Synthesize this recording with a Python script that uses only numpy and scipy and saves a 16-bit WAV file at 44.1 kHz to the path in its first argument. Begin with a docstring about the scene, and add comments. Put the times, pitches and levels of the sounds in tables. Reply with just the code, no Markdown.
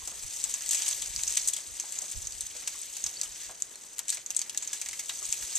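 """Elephants feeding on a dry thorn bush

Twigs crack and splinter over the rustle of dragged branches, with a few dull knocks of chewing.
Wood is excited by fracture impulses and scraping noise, and answers with brief resonances.
A light breeze bumps two microphones in open country; their ports each ring at their own treble pitch."""
import sys
import numpy as np
from scipy import signal
from scipy.fft import rfft, irfft
from scipy.io import wavfile
from scipy.ndimage import uniform_filter1d

SR = 44100
rng = np.random.default_rng(int(sys.argv[2]) if len(sys.argv) > 2 else 0)


def bounce(signal):
    """Save signal as a 16-bit WAV file at the path given by the first command-line argument."""
    frames = np.transpose(np.atleast_2d(signal))
    limited = np.clip(frames, -1, 1)
    pcm = np.round(limited * 32767).astype(np.int16)
    wavfile.write(sys.argv[1], SR, pcm)


N = 246078
TIME = np.arange(N) / SR

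# How hard the branches are dragged. Each row: time in seconds, relative level in dB,
# brightness in dB per unit of the tilt curve.
DRAG_CURVE = [(0.0, -46, 1), (0.13, -44.5, 2), (0.42, -39.5, 3), (0.62, -42, 1.5), (0.73, -33.5, 2.5),
              (0.82, -37, 0), (0.9, -34.5, 3), (1.07, -41.5, 1.5), (1.27, -37.5, 3), (1.48, -38.5, 3),
              (1.68, -45.5, 1.5), (2.0, -42.5, 2), (2.3, -45, 3), (2.57, -46, 0), (3.07, -43, 3),
              (3.32, -46.5, 1), (3.43, -43.5, -0.5), (3.55, -49.5, 2), (3.88, -52, 2.5), (4.07, -53, -0.5),
              (4.13, -45, -2.5), (4.25, -54, 1.5), (4.39, -47, -0.5), (4.48, -50, -0.5), (4.77, -46, 0),
              (5.05, -44.5, 3.5), (5.25, -41, 3), (5.58, -39.5, 2)]
# Tilt curve of brightness, zero near 7 kHz. Each row: frequency in Hz, weight in nominal octaves.
TILT_CURVE = [(500, -1.2), (1500, -2.21), (5000, -0.54), (8000, 0.19), (14000, -0.12)]


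def amp(db):
    """Level law: decibels to amplitude gain."""
    return 10 ** (np.asarray(db) / 20)


def evened(x):
    """Power normalisation: scales a signal to an rms of 1."""
    return x / np.sqrt(np.mean(x ** 2) + 1e-20)


def read(points, hz):
    """Interpolation of a spectrum on a log-frequency axis."""
    f, value = np.transpose(points)
    return np.interp(np.log(hz + 1), np.log(f), value)


def follow(rows):
    """Linear interpolation in time of each column of a curve table, at every sample."""
    s, *columns = np.transpose(rows)
    return [np.interp(TIME, s, c) for c in columns]


def add(mix, s, sound):
    """Superposition: mixes a sound in at s seconds, cut off at the end of the mix."""
    part = mix[..., max(round(s * SR), 0):][..., :sound.shape[-1]]
    part += sound[..., :part.shape[-1]]


def shaped(x, spectrum):
    """Linear filtering: multiplies the spectrum of a full-length signal by a gain curve."""
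    return irfft(rfft(x) * amp(read(spectrum, np.fft.rfftfreq(N, 1 / SR))), N)


def drift(per_s):
    """Low-passed noise: smooth chance of rms 1 that changes about per_s times a second."""
    hz = np.fft.rfftfreq(N, 1 / SR)
    return evened(irfft(rfft(rng.standard_normal(N)) / (1 + (hz / per_s) ** 4), N))


def pair(shared, own, apart):
    """Partial coherence: two microphones share a noise, but for a power share apart."""
    apart = np.clip(apart, 0, 1)
    return np.sqrt(1 - apart) * shared + np.sqrt(apart) * own


def peak(hz, centre_hz, width_hz, db):
    """Damped resonance: response of one mode that stands db above a flat path."""
    return 1 + (amp(db) - 1) / (1 + 1j * (hz ** 2 - centre_hz ** 2) / (hz * width_hz))


def country(level_db=-60, waver_db=0.96):
    """Diffuse background: the soft, wavering air of open bush is noise of partial coherence."""
    # Each row: frequency in Hz, relative spectral level in dB.
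    air_spectrum = [(20, -6), (60, -4), (160, 2.5), (250, 2.5), (380, 4.5), (700, 3), (1200, 1),
                    (2000, 2.5), (5000, -22), (14000, -89)]
    # Each row: frequency in Hz, left-right coherence from 0 to 1.
    air_coherence = [(30, 0.4), (120, 0.22), (300, 0.61), (1000, 0.44), (4000, 0), (12000, .2)]
    left, independent = rfft(rng.standard_normal((2, N)))
    same = np.clip(read(air_coherence, np.fft.rfftfreq(N, 1 / SR)), 0, 1)
    right = same * left + np.sqrt(1 - same ** 2) * independent
    air = irfft(np.array([left, right]), N)
    return evened(shaped(air, air_spectrum)) * amp(level_db + waver_db * drift(4.1))


def breeze(left_db=-8, right_db=5, buffet_s=0.043, lumpy_db=2.5, lumps_per_s=12):
    """Turbulent pressure: separate eddies bump each port, mostly the right one."""
    # Light breeze, rising and easing off. Each row: time in seconds, relative level in dB.
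    breeze_curve = [(0.0, -62), (0.5, -63.5), (0.8, -67), (1.2, -56.5), (1.6, -70), (1.95, -71), (2.3, -59),
                    (2.7, -72), (3.3, -70.5), (3.8, -74), (4.6, -74), (5.58, -69)]
    # Single gusts. Each row: centre in seconds, relative peak in dB,
    # length in seconds from the centre to a fall by a factor of e^4.
    gusts = [(0.029, -50, 0.027), (0.25, -49.5, 0.046), (1.095, -48, 0.04), (1.174, -46.5, 0.054),
             (1.296, -55.5, 0.06), (1.715, -54, 0.075), (2.175, -40.5, 0.05), (2.255, -47.5, 0.064),
             (2.357, -53.5, 0.049), (2.44, -56, 0.04), (3.07, -56.5, 0.07), (3.3, -59, 0.11),
             (3.492, -57, 0.05), (4.9, -63, 0.13), (5.297, -51.5, 0.026), (5.432, -51, 0.04)]
    # Each row: frequency in Hz, relative spectral level in dB.
    buffet_spectrum = [(10, -27), (30, -3.5), (52, -1.5), (75, -8.5), (110, -12), (170, -22.5), (300, -46),
                       (800, -77)]
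    strength = amp(follow(breeze_curve)[0] + lumpy_db * np.clip(drift(lumps_per_s), -2, 2))
    for s, db, length_s in gusts:
        bell = np.exp(-4 * ((TIME - s) / length_s) ** 2)
        strength = np.hypot(strength, amp(db) * bell)
    eddies = shaped(rng.standard_normal((2, N)), buffet_spectrum)
    # chance swells of the noise are mostly levelled, so the strength curve governs each bump
    power = uniform_filter1d(eddies ** 2, max(round(buffet_s * SR), 2), axis=1)
    levelled = eddies / np.sqrt(abs(power) + 0.1 * power.mean())
    return levelled * strength * amp([[left_db], [right_db]])


def thicket(x, wet_db=-17, t60=0.37, top_hz=9000, size=16000):
    """Sparse scattering: trunks, bodies and ground return a thin, decaying tail, duller above top_hz."""
    t = np.arange(size) / SR
    echoes = rng.random((2, size)) < 5000 / SR  # 5000 a second
    taps = rng.standard_normal((2, size)) * echoes * (t > .002) * amp(-60 * t / t60)
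    taps /= np.linalg.norm(taps, axis=1, keepdims=True)
    taps = signal.lfilter(*signal.butter(2, top_hz, fs=SR), taps)
    return amp(wet_db) * signal.oaconvolve(x, taps, axes=1)[:, :N]


def chewing(level_db=-1, decay_s=0.018, rise_s=0.0015, width_hz=160, muffle_hz=1900, size=6000):
    """Cavity resonance: wood crushed in the mouth is a short muffled crunch through one broad mode."""
    # Each row: start in seconds, relative level in dB, pitch in Hz, wide crunch against the pitch in dB.
    chews = [(0.017, -50, 1050, -16.5), (0.073, -47, 940, 15.5), (0.118, -50, 400, -8),
             (1.837, -47, 830, -12), (2.021, -47.5, 657, -8), (2.552, -48.5, 525, -17),
             (2.744, -50, 1120, -11), (3.494, -42.5, 710, -9), (3.71, -55.5, 330, -14),
             (4.172, -53, 566, -21), (5.218, -48, 1130, -9)]
    out, t, hz = np.zeros(N), np.arange(size) / SR, np.fft.rfftfreq(size, 1 / SR)
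    muffled = hz ** 2 / (hz ** 2 + 300 ** 2) / (1 + (hz / muffle_hz) ** 4)
    bite = (1 - np.exp(-t / rise_s)) * np.exp(-t / decay_s)
    for s, db, mouth_hz, crunch_db in chews:
        mode = 1 / (1 + ((hz - mouth_hz) / (width_hz / 2)) ** 2)
        colour = muffled * (mode + amp(crunch_db))
        random_phase = np.exp(2j * np.pi * rng.random(len(hz)))
        crunch = bite * irfft(random_phase * colour)
        add(out, s, amp(db + level_db) * crunch * np.linalg.norm(bite) / np.linalg.norm(crunch))
    return out


def boughs(level_db=-23, low_hz=300, high_hz=1700, rough_db=3.0, slips_per_s=30):
    """Friction noise: thick boughs rub dully and unevenly under the same drag."""
    band = signal.butter(2, [low_hz, high_hz], "bandpass", fs=SR)
    rub = signal.lfilter(*band, rng.standard_normal(N))
    uneven = evened(rub * amp(rough_db * drift(slips_per_s)))
    return uneven * amp(follow(DRAG_CURVE)[0] + level_db)


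def wood_click(tilt_db, ring_hz, ring_db, sharpness, lag_s=1.8e-5, size=512):
    """Impulse response: a dry fibre clicks in a ringing twig, at two microphones, with left energy 1."""
    # Each row: frequency in Hz, relative spectral level in dB.
    dry_wood = [(20, -37), (100, -16.5), (400, -17), (900, -6), (1400, -9.5), (1900, -4.5), (2600, 0.5),
                (3400, 1.5), (4300, 0.5), (6000, 1), (8200, 0), (10000, -3), (14000, -4)]
    hz = np.fft.rfftfreq(size, 1 / SR) + 1e-3
    log_gain = np.log(amp(read(dry_wood, hz) + tilt_db * read(TILT_CURVE, hz)))
    # minimum phase puts the energy at the onset
    mirrored = np.r_[log_gain, log_gain[-2:0:-1]]
    causal = np.exp(signal.hilbert(mirrored).conj())[:len(hz)]
    # each twig lies in its own direction, so one microphone hears it slightly sooner
    delay = 4 / SR + lag_s * rng.standard_normal() * np.array([[-.5], [.5]])
    ring = peak(hz, ring_hz, ring_hz / sharpness, ring_db)
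    click = irfft(causal * ring * np.exp(-2j * np.pi * hz * delay))
    return click / np.linalg.norm(click[0])


def rustle(level_db=0.36, clump_db=1.45, own_clump_db=2.0, clumps_per_s=55, apart=0.019, count=18):
    """Granular excitation: thorns and twiglets of each pitch tick in clumps over a fine scraping."""
    # Share of the rustle that each pitch carries. Each row: pitch in Hz, relative level in dB.
    twiglets = [(1700, -6), (2500, -4.5), (3400, -1.5), (4500, -0.5), (6300, -1.5), (8000, 1),
                (10000, -2.5), (13500, -1.5)]
    ticks_per_s, spread_db, scrape = 4200, 2.3, .7  # the tick rate is for all pitches together
    ring_db, sharpness = 24, 8
    drag_db, bright_db = follow(DRAG_CURVE)
    out, clumps = np.zeros((2, N)), drift(clumps_per_s)
    for ring_hz in np.geomspace(1700, 13500, count):
        octaves = read(TILT_CURVE, ring_hz)
        ticking = rng.random(N) < ticks_per_s / count / SR
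        sizes = amp(spread_db * np.minimum(rng.exponential(1, ticking.sum()), 4))
        ticks = np.zeros(N)
        ticks[ticking] = rng.choice([-1, 1], len(sizes)) * sizes
        fine = pair(rng.standard_normal(N), rng.standard_normal((2, N)), apart)
        clumping = amp(clump_db * clumps + own_clump_db * drift(clumps_per_s))
        grains = evened((evened(ticks) + scrape * fine) * clumping)
        # a bright drag favours the thin, high twiglets
        grains = grains * amp(read(twiglets, ring_hz) + 1.08 * bright_db * octaves)
        click = wood_click(octaves, ring_hz, ring_db, sharpness)
        out += signal.oaconvolve(grains, click, axes=1)[:, :N]
    return out * amp(drag_db + level_db) / np.sqrt(count)


def flicks(level_db=-1.0, decay_s=0.0051, rise_s=0.00048, buzz=.7, size=2600):
    """Modal ringing: a freed thin twig rings on one mode, kept going by chatter against its neighbours."""
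    # Each row: start in seconds, relative peak in dB, pitch in Hz.
    freed_twigs = [(1.536, -35, 3360), (3.17, -32.5, 4500), (3.259, -38, 3050), (3.748, -48.5, 4240)]
    out, t = np.zeros(N), np.arange(size) / SR
    dying = np.exp(-t / decay_s)
    for s, db, hz in freed_twigs:
        mode = np.sin(2 * np.pi * hz * t) * dying * (1 - np.exp(-t / rise_s))
        knocks = rng.standard_normal(size) * (rng.random(size) < 500 / SR)  # 500 a second
        chatter = (t == 0) + buzz * knocks * dying
        ring = signal.fftconvolve(chatter, mode)
        add(out, s, amp(db + level_db) * ring / abs(ring).max())
    return out


def small_snaps(crack_db=18, splinter_db=17, spread_db=4.5, tilt_db=0.0, tilt_spread_db=2.5,
                low_hz=1700, high_hz=10000, count=80):
    """Failure under strain: lesser twigs break louder and more often when the drag is harder."""
    level_db = follow(DRAG_CURVE)[0]
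    strain = np.cumsum(amp(level_db))
    slot, pitch = rng.random((count, 2)).T
    # equal steps of accumulated strain, each with one break at a random point
    when = np.interp((np.arange(count) + slot) / count, strain / strain[-1], TIME)
    crack, splinter, tilt = np.clip(rng.standard_normal((count, 3)), -2, 2).T
    drag_db = np.interp(when, TIME, level_db)
    first_db = drag_db + crack_db + spread_db * crack
    after_db = drag_db + splinter_db + spread_db * splinter
    bright_db = tilt_db + tilt_spread_db * tilt
    ring_hz = low_hz * (high_hz / low_hz) ** pitch
    return list(zip(when, first_db, after_db, bright_db, ring_hz))


def snaps(crack_db=-2.0, splinter_db=0, fibres_per_s=2200, fray=0.55, tear_s=0.00043, tear=0.49,
          apart=0.059, crack_tilt_db=8.0, crack_top_hz=10500, branch_db=-13, branch_s=0.022,
          branch_hz=2200, size=2200):
    """Brittle fracture: a sharp crack, then a dying run of fibres letting go, while the branch shudders."""
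    # The loudest breaking twigs. Each row: start in seconds, relative energy of the crack in dB,
    # relative energy of the splintering in dB, brightness in dB per unit of the tilt curve, ring in Hz.
    loud_snaps = [(0.0745, -15, -13.5, 6, 1700), (0.4404, -5.5, -9.5, 1, 7750), (0.4949, -18, -16, 3, 1400),
                  (0.5404, -9, -10, 0, 7100), (0.6077, -17, -20, -5, 5200), (0.6912, -9, -12, 13, 7400),
                  (0.7094, -8, -3, 6.5, 3260), (0.7318, -9, -5.5, 3.5, 1880), (0.7459, -18, -4.5, 4, 2500),
                  (0.8211, -8, -10.5, 0, 3120), (0.8642, -15, -13, 3, 3100),
                  (0.8799, -11.5, -5, 1.5, 10400), (1.0205, -16, -9, 2.5, 3450),
                  (1.162, -6.5, -14, 3, 4600), (1.2349, -6.5, -14.5, 3.5, 4060),
                  (1.2776, -11.5, -8, 2.5, 6230), (1.356, -12.5, -16, 3, 3080),
                  (1.372, -2.5, -3, 3.5, 2030), (1.379, -7.5, -29, -6, 3000), (1.4748, -8, -5.5, 5, 8500),
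                  (1.4836, -10, -2.5, 10, 1900), (1.5356, -11, -8.5, 9, 3300),
                  (1.5645, -17, -9.5, 2.5, 3270), (1.7987, -12, -10.5, 2, 6500),
                  (1.9229, -15, -16, 7, 1800), (1.9884, -10.5, -17.5, 2, 7750),
                  (2.0189, -15, -16.5, 1.5, 6500), (2.1122, -25, -13, 6, 8700),
                  (2.271, -13.5, -17, 2, 6550), (2.3222, -21, -18.5, 0.5, 4630),
                  (2.4077, -10.5, -11, 7.5, 3840), (2.465, -24.5, -15.5, 6, 1300),
                  (2.675, -11, -6, 1, 2460), (2.816, -19, -19, 24, 8700),
                  (2.968, -16.5, -14.5, -0.5, 12100), (3.0401, -10, -11.5, 1, 6500),
                  (3.063, -14, -7.5, 1, 5100), (3.2141, -6, -12, 3, 4600), (3.232, -25.5, -9, 3.5, 1280),
                  (3.6221, -6.5, -17.5, 3, 7000), (3.7568, -23, -27, 1, 1800),
                  (3.983, -14.5, -20, -3, 12300), (3.9917, -7.5, -9.5, -1, 12200),
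                  (4.082, -14, -12.5, 5.5, 1700), (4.0913, -19, -5.5, 5.5, 4000),
                  (4.1026, -4.5, -11, 7.5, 3800), (4.1232, -25, -8.5, 3, 4860),
                  (4.1461, -15, -13.5, 2, 9100), (4.1714, -18.5, -18.5, -4.5, 2170),
                  (4.2625, -15, -19, 0.5, 6500), (4.3051, -10, -12, 2, 2630), (4.348, -17, -28, 1, 6900),
                  (4.365, -4.5, -6.5, 5.5, 7600), (4.392, -9, -13, 1.5, 7500), (4.416, -10, -12, 0.5, 4700),
                  (4.4955, -13.5, -12.5, 2, 2820), (4.5471, -17, -21, -4.5, 1770),
                  (4.5749, -7, -8.5, 6, 3680), (4.623, -27.5, -12.5, -1, 7300), (4.675, -16, -16, 1, 6500),
                  (4.7298, -24, -6.5, 2.5, 1700), (4.8144, -13.5, -10, 1, 2370),
                  (4.8609, -16, -18, -4.5, 2010), (4.8867, -15.5, -12.5, 2, 2200),
                  (4.9294, -34.5, -12.5, -2, 2040), (4.993, -21, -8, 2, 2100), (5.0937, -14, -8, -4, 4000),
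                  (5.3258, -5, -7.5, 3, 2530), (5.4226, -24.5, -14, -1, 1640), (5.5518, -22, -5, 5, 7200)]
    ring_db, sharpness = 9, 7
    # brittle twigs part at once; tough ones, whose splintering outweighs the crack, tear for longer
    even_splinter_s, doublings_per_db = 0.0073, 0.045
    out, t = np.zeros((2, N)), np.arange(size) / SR
    thick_wood = signal.butter(2, [700, branch_hz], "bandpass", fs=SR)
    fracture_time = signal.butter(2, crack_top_hz, fs=SR)
    for s, first_db, after_db, tilt_db, ring_hz in loud_snaps + small_snaps():
        splinter_s = even_splinter_s * 2 ** (doublings_per_db * (after_db - first_db))
        noise, chance = rng.standard_normal((5, size)), rng.random(size)
        tearing = tear * noise[3] * np.exp(-t / tear_s)
        crack = signal.lfilter(*fracture_time, tearing + (t == 0))
        run = ((chance < fibres_per_s / SR) + fray) * np.exp(-t / splinter_s) * (t > .001)
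        fibres = pair(noise[0], noise[1:3], apart) * run
        shudder = signal.lfilter(*thick_wood, noise[4] * np.exp(-t / branch_s))
        # the crack is brighter than its fibres; thin, bright twigs barely shake the branch
        parts = [(crack, first_db + crack_db, tilt_db + crack_tilt_db),
                 (fibres, after_db + splinter_db, tilt_db),
                 (shudder, after_db + branch_db - 1.8 * tilt_db, 0)]
        for force, db, bright_db in parts:
            click = wood_click(bright_db, ring_hz, ring_db, sharpness)
            sound = signal.fftconvolve(np.atleast_2d(force), click, axes=1)
            add(out, s, amp(db) * sound / np.linalg.norm(sound[0]))
    return out


def scene():
    """Superposition: the feeding animals, their scattered tail in the thicket, and the air around."""
    feeding = snaps() + rustle() + boughs() + flicks() + chewing()
    return feeding + thicket(feeding) + country() + breeze()


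def record(dry):
    """Port resonance and band limit: each port rings, the right is duller, the band ends steeply."""
    # Microphone ports, left then right. Each row: resonance in Hz, width in Hz, height in dB.
    ports = [(7747, 1090, 13), (6500, 607, 14)]
    # Gain of the duller right microphone. Each row: frequency in Hz, gain in dB.
    right_colour = [(1000, -1), (6500, 0.5), (8000, -4.5), (10000, -4), (12000, -14), (14000, -15)]
    edge_hz = 14250
    hz = np.fft.rfftfreq(N, 1 / SR) + 1e-3
    left, right = irfft(rfft(dry) * np.array([peak(hz, *port) for port in ports]), N)
    both = np.array([left, shaped(right, right_colour)])
    low_pass = signal.firwin(511, edge_hz, window=("kaiser", 8), fs=SR)
    return signal.oaconvolve(both, low_pass[None], "same", axes=1)


dry = scene()
out = record(dry)
bounce(out)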